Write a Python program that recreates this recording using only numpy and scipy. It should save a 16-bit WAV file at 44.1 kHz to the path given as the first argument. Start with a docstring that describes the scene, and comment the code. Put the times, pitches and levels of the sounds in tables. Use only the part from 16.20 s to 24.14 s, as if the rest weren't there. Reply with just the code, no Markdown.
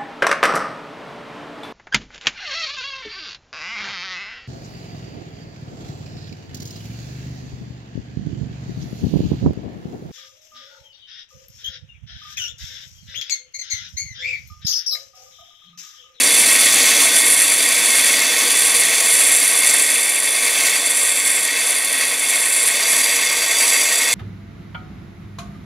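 """A steel blade on a hand-cranked grinding disc, at a workbench, close in front of a stereo microphone.
Grit scrapes the steel and makes it ring high, with a short burst whenever the edge catches. The disc
runs slightly out of true, so the grinding flutters with every turn. Under it, worn gear teeth rattle
the cast housing and the bench. Tools and walls nearby add a short tail."""
import sys
import numpy as np
from scipy import signal
from scipy.fft import rfft, irfft
from scipy.io import wavfile
from scipy.ndimage import uniform_filter1d, minimum_filter1d

SR = 44100
rng = np.random.default_rng(int(sys.argv[2]) if len(sys.argv) > 2 else 0)


def store_wav(level_fs):
    """Save 16-bit WAV to argv[1]."""
    pcm = np.round(np.clip(np.atleast_2d(level_fs), -1, 1) * 32767)
    wavfile.write(sys.argv[1], SR, pcm.T.astype(np.int16))


N = 350154
T = np.arange(N) / SR

# The handle passes the bottom of its circle. 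Each entry: time in seconds.
CRANK_TIMES = [-.68, .17, 1.0, 1.72, 2.35, 2.98, 3.61, 4.25, 4.9, 5.6, 6.26, 6.93, 7.6, 8.25]
# How hard the blade is pressed on, which also loads the gears. Each row: time in seconds, pressure in dB.
PRESSURE = [(0.0, 2.5), (0.73, 5), (1.23, 0), (1.92, 2.5), (3.44, -0.5), (3.48, 1.5), (3.99, -4.5),
            (4.47, 1.5), (4.6, -2.5), (4.98, -4), (5.49, -2.0), (5.61, -5.5), (5.82, -2.0), (6.0, -5),
            (6.12, -1), (6.3, -4.0), (6.69, 1), (7.32, -0.5), (7.38, 2), (7.94, 0.5)]
# The loaded gears clatter briefly. Each row: time of the peak in seconds, extra housing rattle in dB.
CLATTERS = [(.375, 1.5), (.74, 1.5), (3.08, 2.5), (3.51, 2.5), (4.55, 1), (5.13, 2.5), (5.34, 2), (5.84, 4),
            (6.93, 2.5), (7.57, 2)]
# How keenly the edge bites as the blade rocks. Each row: time in seconds, gain in dB.
EDGE_BITE = [(0.0, 2.0), (0.32, 5.0), (0.69, -1), (1.08, 6), (1.44, 0.5), (1.77, 4), (2.07, -5.5),
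             (2.46, 3.5), (2.79, -1.5), (2.93, 4.5), (4.63, -2.5), (4.77, 1.5), (5.04, -1.5), (5.13, 2),
             (5.34, -7), (5.44, -0.5), (5.97, -2), (6.48, 2), (6.63, -7.5), (6.72, 2.5), (7.05, -6),
             (7.29, -5.5), (7.41, 0.5), (7.94, -7.5)]
# Where the blade touches sets the weight of its low ring. Each row: time in seconds, gain in dB.
TOUCH = [(0.0, 0.0), (2.75, -0.5), (3.15, 1.5), (3.27, -1.5), (3.57, 1), (3.98, -3.5), (5.01, 2.5),
         (5.75, -5.5), (6.16, -0.5), (7.94, 4)]
# The edge catches on coarse grit. Each row: start in seconds, relative level in dB.
CATCHES = [(.135, -15), (.167, -19), (1.258, -14), (2.391, -18), (2.601, -14), (2.745, -23), (2.858, -14),
           (3.539, -9), (3.623, -9.5), (5.116, -16), (5.232, -18), (6.705, -15)]

# Resonances. Each row: frequency in Hz, width in Hz, relative level in dB.
BENCH_MODES = [(191, 13, -11), (232, 9.4, -7), (277, 21.4, 0), (415, 16, -2.5), (478, 29, 4), (576, 28, 2),
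               (683, 90, -1), (933, 48, -2), (1098.5, 46, 5.5), (1200, 21, 0), (1299, 24, 0),
               (1517, 21, 4.5), (1582, 29, 4.5)]  # bench and clamp
HOUSING_MODES = [(1756, 67, -11), (1883.4, 21.5, -0.5), (1937, 17.6, -1.5), (1995, 56, -9),
                 (2147.5, 39, 1.5), (2221, 38, -5), (2332, 37, -2), (2454, 65, -9.5), (2550, 79, -8.5),
                 (2638, 40, -3.5), (2675, 20, -7.5), (3257, 34, -9), (4572, 45, -7), (4690, 41, -6.5)]  # cast housing and gear wheels
SING_MODES = [(3456, 69, -1.5), (3528, 43, -2)]  # a singing band in the grinding
# Resonances of the steel, lowest first. Each row: frequency in Hz, width in Hz, relative level in dB,
# then frequency in Hz and relative level in dB after the fingers shift.
EDGE_MODES = [(7588, 190, 2.5, 7360, -7.5), (8100, 350, -6, 7870, -4), (9060, 260, -4, 8950, -9),
              (9470, 440, 1, 9550, 1.5), (10700, 220, -8, 10500, -2.5), (11030, 340, -5.5, 11150, -3),
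              (11560, 230, -11.5, 11200, -5), (12450, 260, -16.5, 12500, -18),
              (12900, 200, -17, 12900, -12)]  # the edge's ring: the first two rows make its low ring, the rest its high ring
BENDING_MODES = [(473, 30, -4.5, 460, -22), (650, 60, -10, 662, -5), (884, 38, -13.5, 920, -2.5),
                 (4360, 120, -1, 4120, -19), (4677, 82, 0.5, 4700, 7.5), (6120, 200, -1, 5950, 4),
                 (6880, 150, -4, 6720, 2.5)]  # the whole blade flexing
# Smooth spectra, the beds that resonances stand on. Each row: frequency in Hz, relative level in dB.
BOOM_BED = [(20, -30), (60, -24), (105, -20), (160, -16), (205, -1.5), (290, 3), (380, -4), (470, -11),
            (1000, -37), (16000, -80)]  # low boom under the gears
BENCH_BED = [(20, -50), (60, -34), (110, -25.5), (165, -27), (220, -13.5), (320, -7), (760, -4.5),
             (1400, -11), (1750, -7.5), (2600, -24), (16000, -66)]  # dense small modes of the bench
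HOUSING_BED = [(20, -70), (900, -41.5), (1600, -26), (1950, -14), (2550, -17.5), (2850, -23.5),
               (4400, -20.5), (5200, -36), (16000, -51)]
EDGE_BED = [(20, -80), (4000, -40), (7000, -41), (12000, -29.5), (16000, -36)]
SCRAPE_BED = [(20, -53), (1000, -16.5), (2900, -6), (4000, -3.5), (4800, -4.5), (5120, -8.5), (5500, -3),
              (6500, -1), (7100, -5.5), (8000, -4.5), (11200, -4), (13500, -15.5), (15600, -18)]  # the flat face on the disc
# Left and right differ slightly in level and phase across the treble.
# Each row: frequency in Hz, left minus right in dB, phase lead of the left in radians.
TREBLE_BALANCE = [(5300, -2, 0), (6060, -2.5, -0.46), (7200, 3, -0.14), (7940, -4.5, -.03),
                  (8600, 2, -0.05), (9540, -2.4, -0.1), (10200, 3.5, -0.078), (10950, -3, -0.35),
                  (11900, 0.5, 0.067)]

# How parts follow the pressure. Each law: base level in dB, dB per dB of pressure, fade in dB per second.
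HUM_LAW, BOOM_LAW = (-58.8, 0.2, 0.6), (-41.5, 0.82, 2.65)
BENCH_LAW, HOUSING_LAW = (-31.5, 0.54, 0.062), (-22.5, 0.58, 0.037)
SCRAPE_LAW, SING_LAW = (-21.5, 1.07, 0.097), (-27.3, 0.35, 0.5)

TEETH_PER_CRANK, TEETH_PER_DISC = 89, 14  # teeth that meet in one turn of each
REGRIP_S = 6.63  # the fingers shift on the blade, which retunes it


def amp(db):
    """Decibels to gain."""
    return 10 ** (np.asarray(db) / 20)


def unit_rms(x):
    """Scales to rms 1."""
    return x / np.sqrt(np.mean(x ** 2) + 1e-20)


def curve(rows):
    """A table of times and values, joined by straight lines sample by sample."""
    return np.interp(T, *np.transpose(rows))


def drift(hz):
    """Slow random wander of rms 1, with changes up to about hz."""
    f = np.fft.rfftfreq(N, 1 / SR)
    return unit_rms(irfft(rfft(rng.standard_normal(N)) / (1 + (f / hz) ** 4), N))


def ring(drive, bed, modes=(), size=16384):
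    """A driven body rings with its resonances over a smooth bed; rms 1."""
    f = np.fft.rfftfreq(size, 1 / SR)
    bed_hz, bed_db = np.transpose(bed)
    power = amp(np.interp(np.log(f + 1), np.log(bed_hz), bed_db)) ** 2
    for hz, width, db in modes:
        power += (amp(db) / (1 + ((f - hz) / (0.81 * width)) ** 2)) ** 2
    log_gain = np.log(np.r_[power, power[-2:0:-1]]) / 2
    spectrum = np.exp(np.conj(signal.hilbert(log_gain)))  # minimum phase: ringing follows each impact
    response = np.fft.ifft(spectrum).real[:size // 2]
    return unit_rms(signal.oaconvolve(drive, response)[:N])


def grit(spread_db, per_s=14000):
    """Tiny impacts at random moments, a few much larger than the rest."""
    size = amp(spread_db * np.minimum(rng.exponential(1, N), 4.5))
    return unit_rms(size * rng.standard_normal(N) * (rng.random(N) < per_s / SR))


def pressed(law):
    """Gain of a part that grows with the pressure on the blade and fades as the work goes on."""
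    db, follow, fade_db_per_s = law
    return amp(db + follow * curve(PRESSURE) - fade_db_per_s * T)


def nearby_scatter(x, t60):
    """Tools and walls close by scatter the sound into a short tail."""
    t = np.arange(SR // 4) / SR
    taps = rng.standard_normal(len(t)) * (rng.random(len(t)) < 4000 / SR) * (t > 0.002)
    tail = taps * np.exp(-np.log(1000) * t / t60)
    return signal.oaconvolve(x, tail / np.linalg.norm(tail))[:N]


def crank(surge_share=0.085):
    """The arm speeds up once a turn. Gives the teeth passed so far and the surge, from -1 to 1."""
    turns = np.interp(T, CRANK_TIMES, np.arange(len(CRANK_TIMES)))
    surge = np.cos(2 * np.pi * (turns - 0.38))  # peaks 0.38 turns past the bottom
    speed = uniform_filter1d(np.gradient(turns), size=8000) * (1 + surge_share * surge)
    return TEETH_PER_CRANK * np.cumsum(speed), surge


def disc_flutter(turns, depth_db, rolloff):
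    """Gain from the disc's high spots, which come round once a turn and change as the contact wanders."""
    bumps = 0
    for k in range(1, 14):
        strength = (1 + 0.91 * drift(1.7)) / k ** rolloff
        bumps += strength * np.cos(2 * np.pi * (k * turns + rng.random()) + drift(0.92))
    return amp(depth_db * 2 * np.tanh(unit_rms(bumps) / 2))


def mesh_hum(teeth, surge, swing_db=1.8):
    """The gears hum faintly at the tooth rate, swelling with the surge of the arm."""
    tone = np.sin(2 * np.pi * teeth + 0.6 * drift(12))
    hum = unit_rms(tone * (1 + 0.51 * drift(7)))
    return pressed(HUM_LAW) * amp(swing_db * surge) * hum


def gear_rattle(teeth):
    """Worn teeth knock and slide: the housing rings and the bench drones over a low boom."""
    clatter = amp(sum(db * np.exp(-((T - s) / 0.033) ** 2) for s, db in CLATTERS))
    knocks = 1.16 + np.exp(-(teeth % 1) / 0.2)  # a blow as each tooth meets, then sliding
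    runout = disc_flutter(teeth / TEETH_PER_DISC, depth_db=1.54, rolloff=0.81)
    housing = ring(grit(spread_db=1.7) * knocks * runout, HOUSING_BED, HOUSING_MODES)
    bench = ring(grit(spread_db=1.15) * knocks * runout ** 0.36, BENCH_BED, BENCH_MODES)
    boom = ring(grit(spread_db=2.5) * knocks, BOOM_BED)
    return pressed(HOUSING_LAW) * clatter * housing + pressed(BENCH_LAW) * bench + pressed(BOOM_LAW) * boom


def chatter(per_s, decay_s, depth_db):
    """Gain of the blade skipping on the grains: each bite comes at once and eases off."""
    hits = 1.0 * (rng.random(N) < per_s / SR)
    bites = signal.lfilter([1], [1, -np.exp(-1 / (decay_s * SR))], hits)
    return amp(depth_db * 2 * np.tanh(unit_rms(bites - bites.mean()) / 2))


def blade(drive, bed, modes, shift_s=0.019):
    """The steel rings with one set of modes before the fingers shift and another after."""
    modes = np.array(modes)
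    before = ring(drive, bed, modes[:, :3])
    after = ring(drive, bed, modes[:, [3, 1, 4]])
    crossfade = np.pi / 2 * np.clip((T - REGRIP_S) / shift_s + 0.5, 0, 1)
    return np.cos(crossfade) * before + np.sin(crossfade) * after


def edge_catches(decay_s):
    """The edge catches on coarse grit in short bursts of harder cutting."""
    force = sum(amp(db) * (T >= s) * np.exp(-abs(T - s) / decay_s) for s, db in CATCHES)
    return force * blade(grit(spread_db=3.5, per_s=13000), EDGE_BED, EDGE_MODES)


def grinding(turns):
    """Grit cuts the steel: the edge rings and the face scrapes, both fluttering, over a singing band."""
    flutter = disc_flutter(turns, depth_db=1.35, rolloff=0.55)
    bite = flutter * chatter(per_s=650, decay_s=0.0011, depth_db=3.0)
    low_ring = blade(grit(spread_db=2.0) * bite ** 0.93, EDGE_BED, EDGE_MODES[:2])
    high_ring = blade(grit(spread_db=2.0) * bite, EDGE_BED, EDGE_MODES[2:])
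    scrape = blade(grit(spread_db=1.16, per_s=22000) * bite ** 0.59, SCRAPE_BED, BENDING_MODES)
    sing = ring(grit(spread_db=0.5, per_s=22000), [(20, -84), (3400, -30), (16000, -56)], SING_MODES)
    edge_db = curve(EDGE_BITE)
    low_db = -25.5 + 0.57 * edge_db + curve(TOUCH)  # follows the edge's bite only in part
    edge = amp(low_db) * low_ring + amp(-20.5 + edge_db) * high_ring
    return edge + pressed(SCRAPE_LAW) * scrape + pressed(SING_LAW) * sing


def scene():
    """Blade and gears are close and straight ahead; only the gears' faint scatter reaches the sides."""
    teeth, surge = crank()
    gears = gear_rattle(teeth) + mesh_hum(teeth, surge)
    steel = grinding(teeth / TEETH_PER_DISC) + edge_catches(decay_s=0.0096)
    middle = gears + amp(0.25) * steel + amp(-9.0) * nearby_scatter(steel, t60=0.07)
    side = amp(-29) * nearby_scatter(gears, t60=0.041)
    return np.array([middle + side, middle - side])


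def limiter(x, knee, ceiling=0.97, window=45):
    """Turns the gain down for a millisecond or two around the highest peaks."""
    peak = abs(x).max(0) + 1e-9
    headroom = ceiling - knee
    allowed = np.minimum(peak, knee) + headroom * np.tanh(np.maximum(peak - knee, 0) / headroom)
    return x * uniform_filter1d(minimum_filter1d(allowed / peak, window), window)


def record(dry):
    """Left and right differ slightly across the treble; then a peak limiter and a 15.7 kHz low-pass."""
    f = np.fft.rfftfreq(N, 1 / SR)
    hz, balance_db, lead = np.transpose(TREBLE_BALANCE)
    half = np.array([[0.5], [-0.5]])  # shared between left and right
    balance_gain = amp(half * np.interp(f, hz, balance_db, left=-0.15))
    balance_phase = np.exp(1j * half * np.interp(f, hz, lead, left=0))
    heard = limiter(irfft(rfft(dry) * balance_gain * balance_phase, N), knee=0.65)
    low_pass = signal.firwin(511, 15700, window=("kaiser", 9), fs=SR)
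    return signal.oaconvolve(heard, low_pass[None], "same")


dry = scene()
out = record(dry)
store_wav(out)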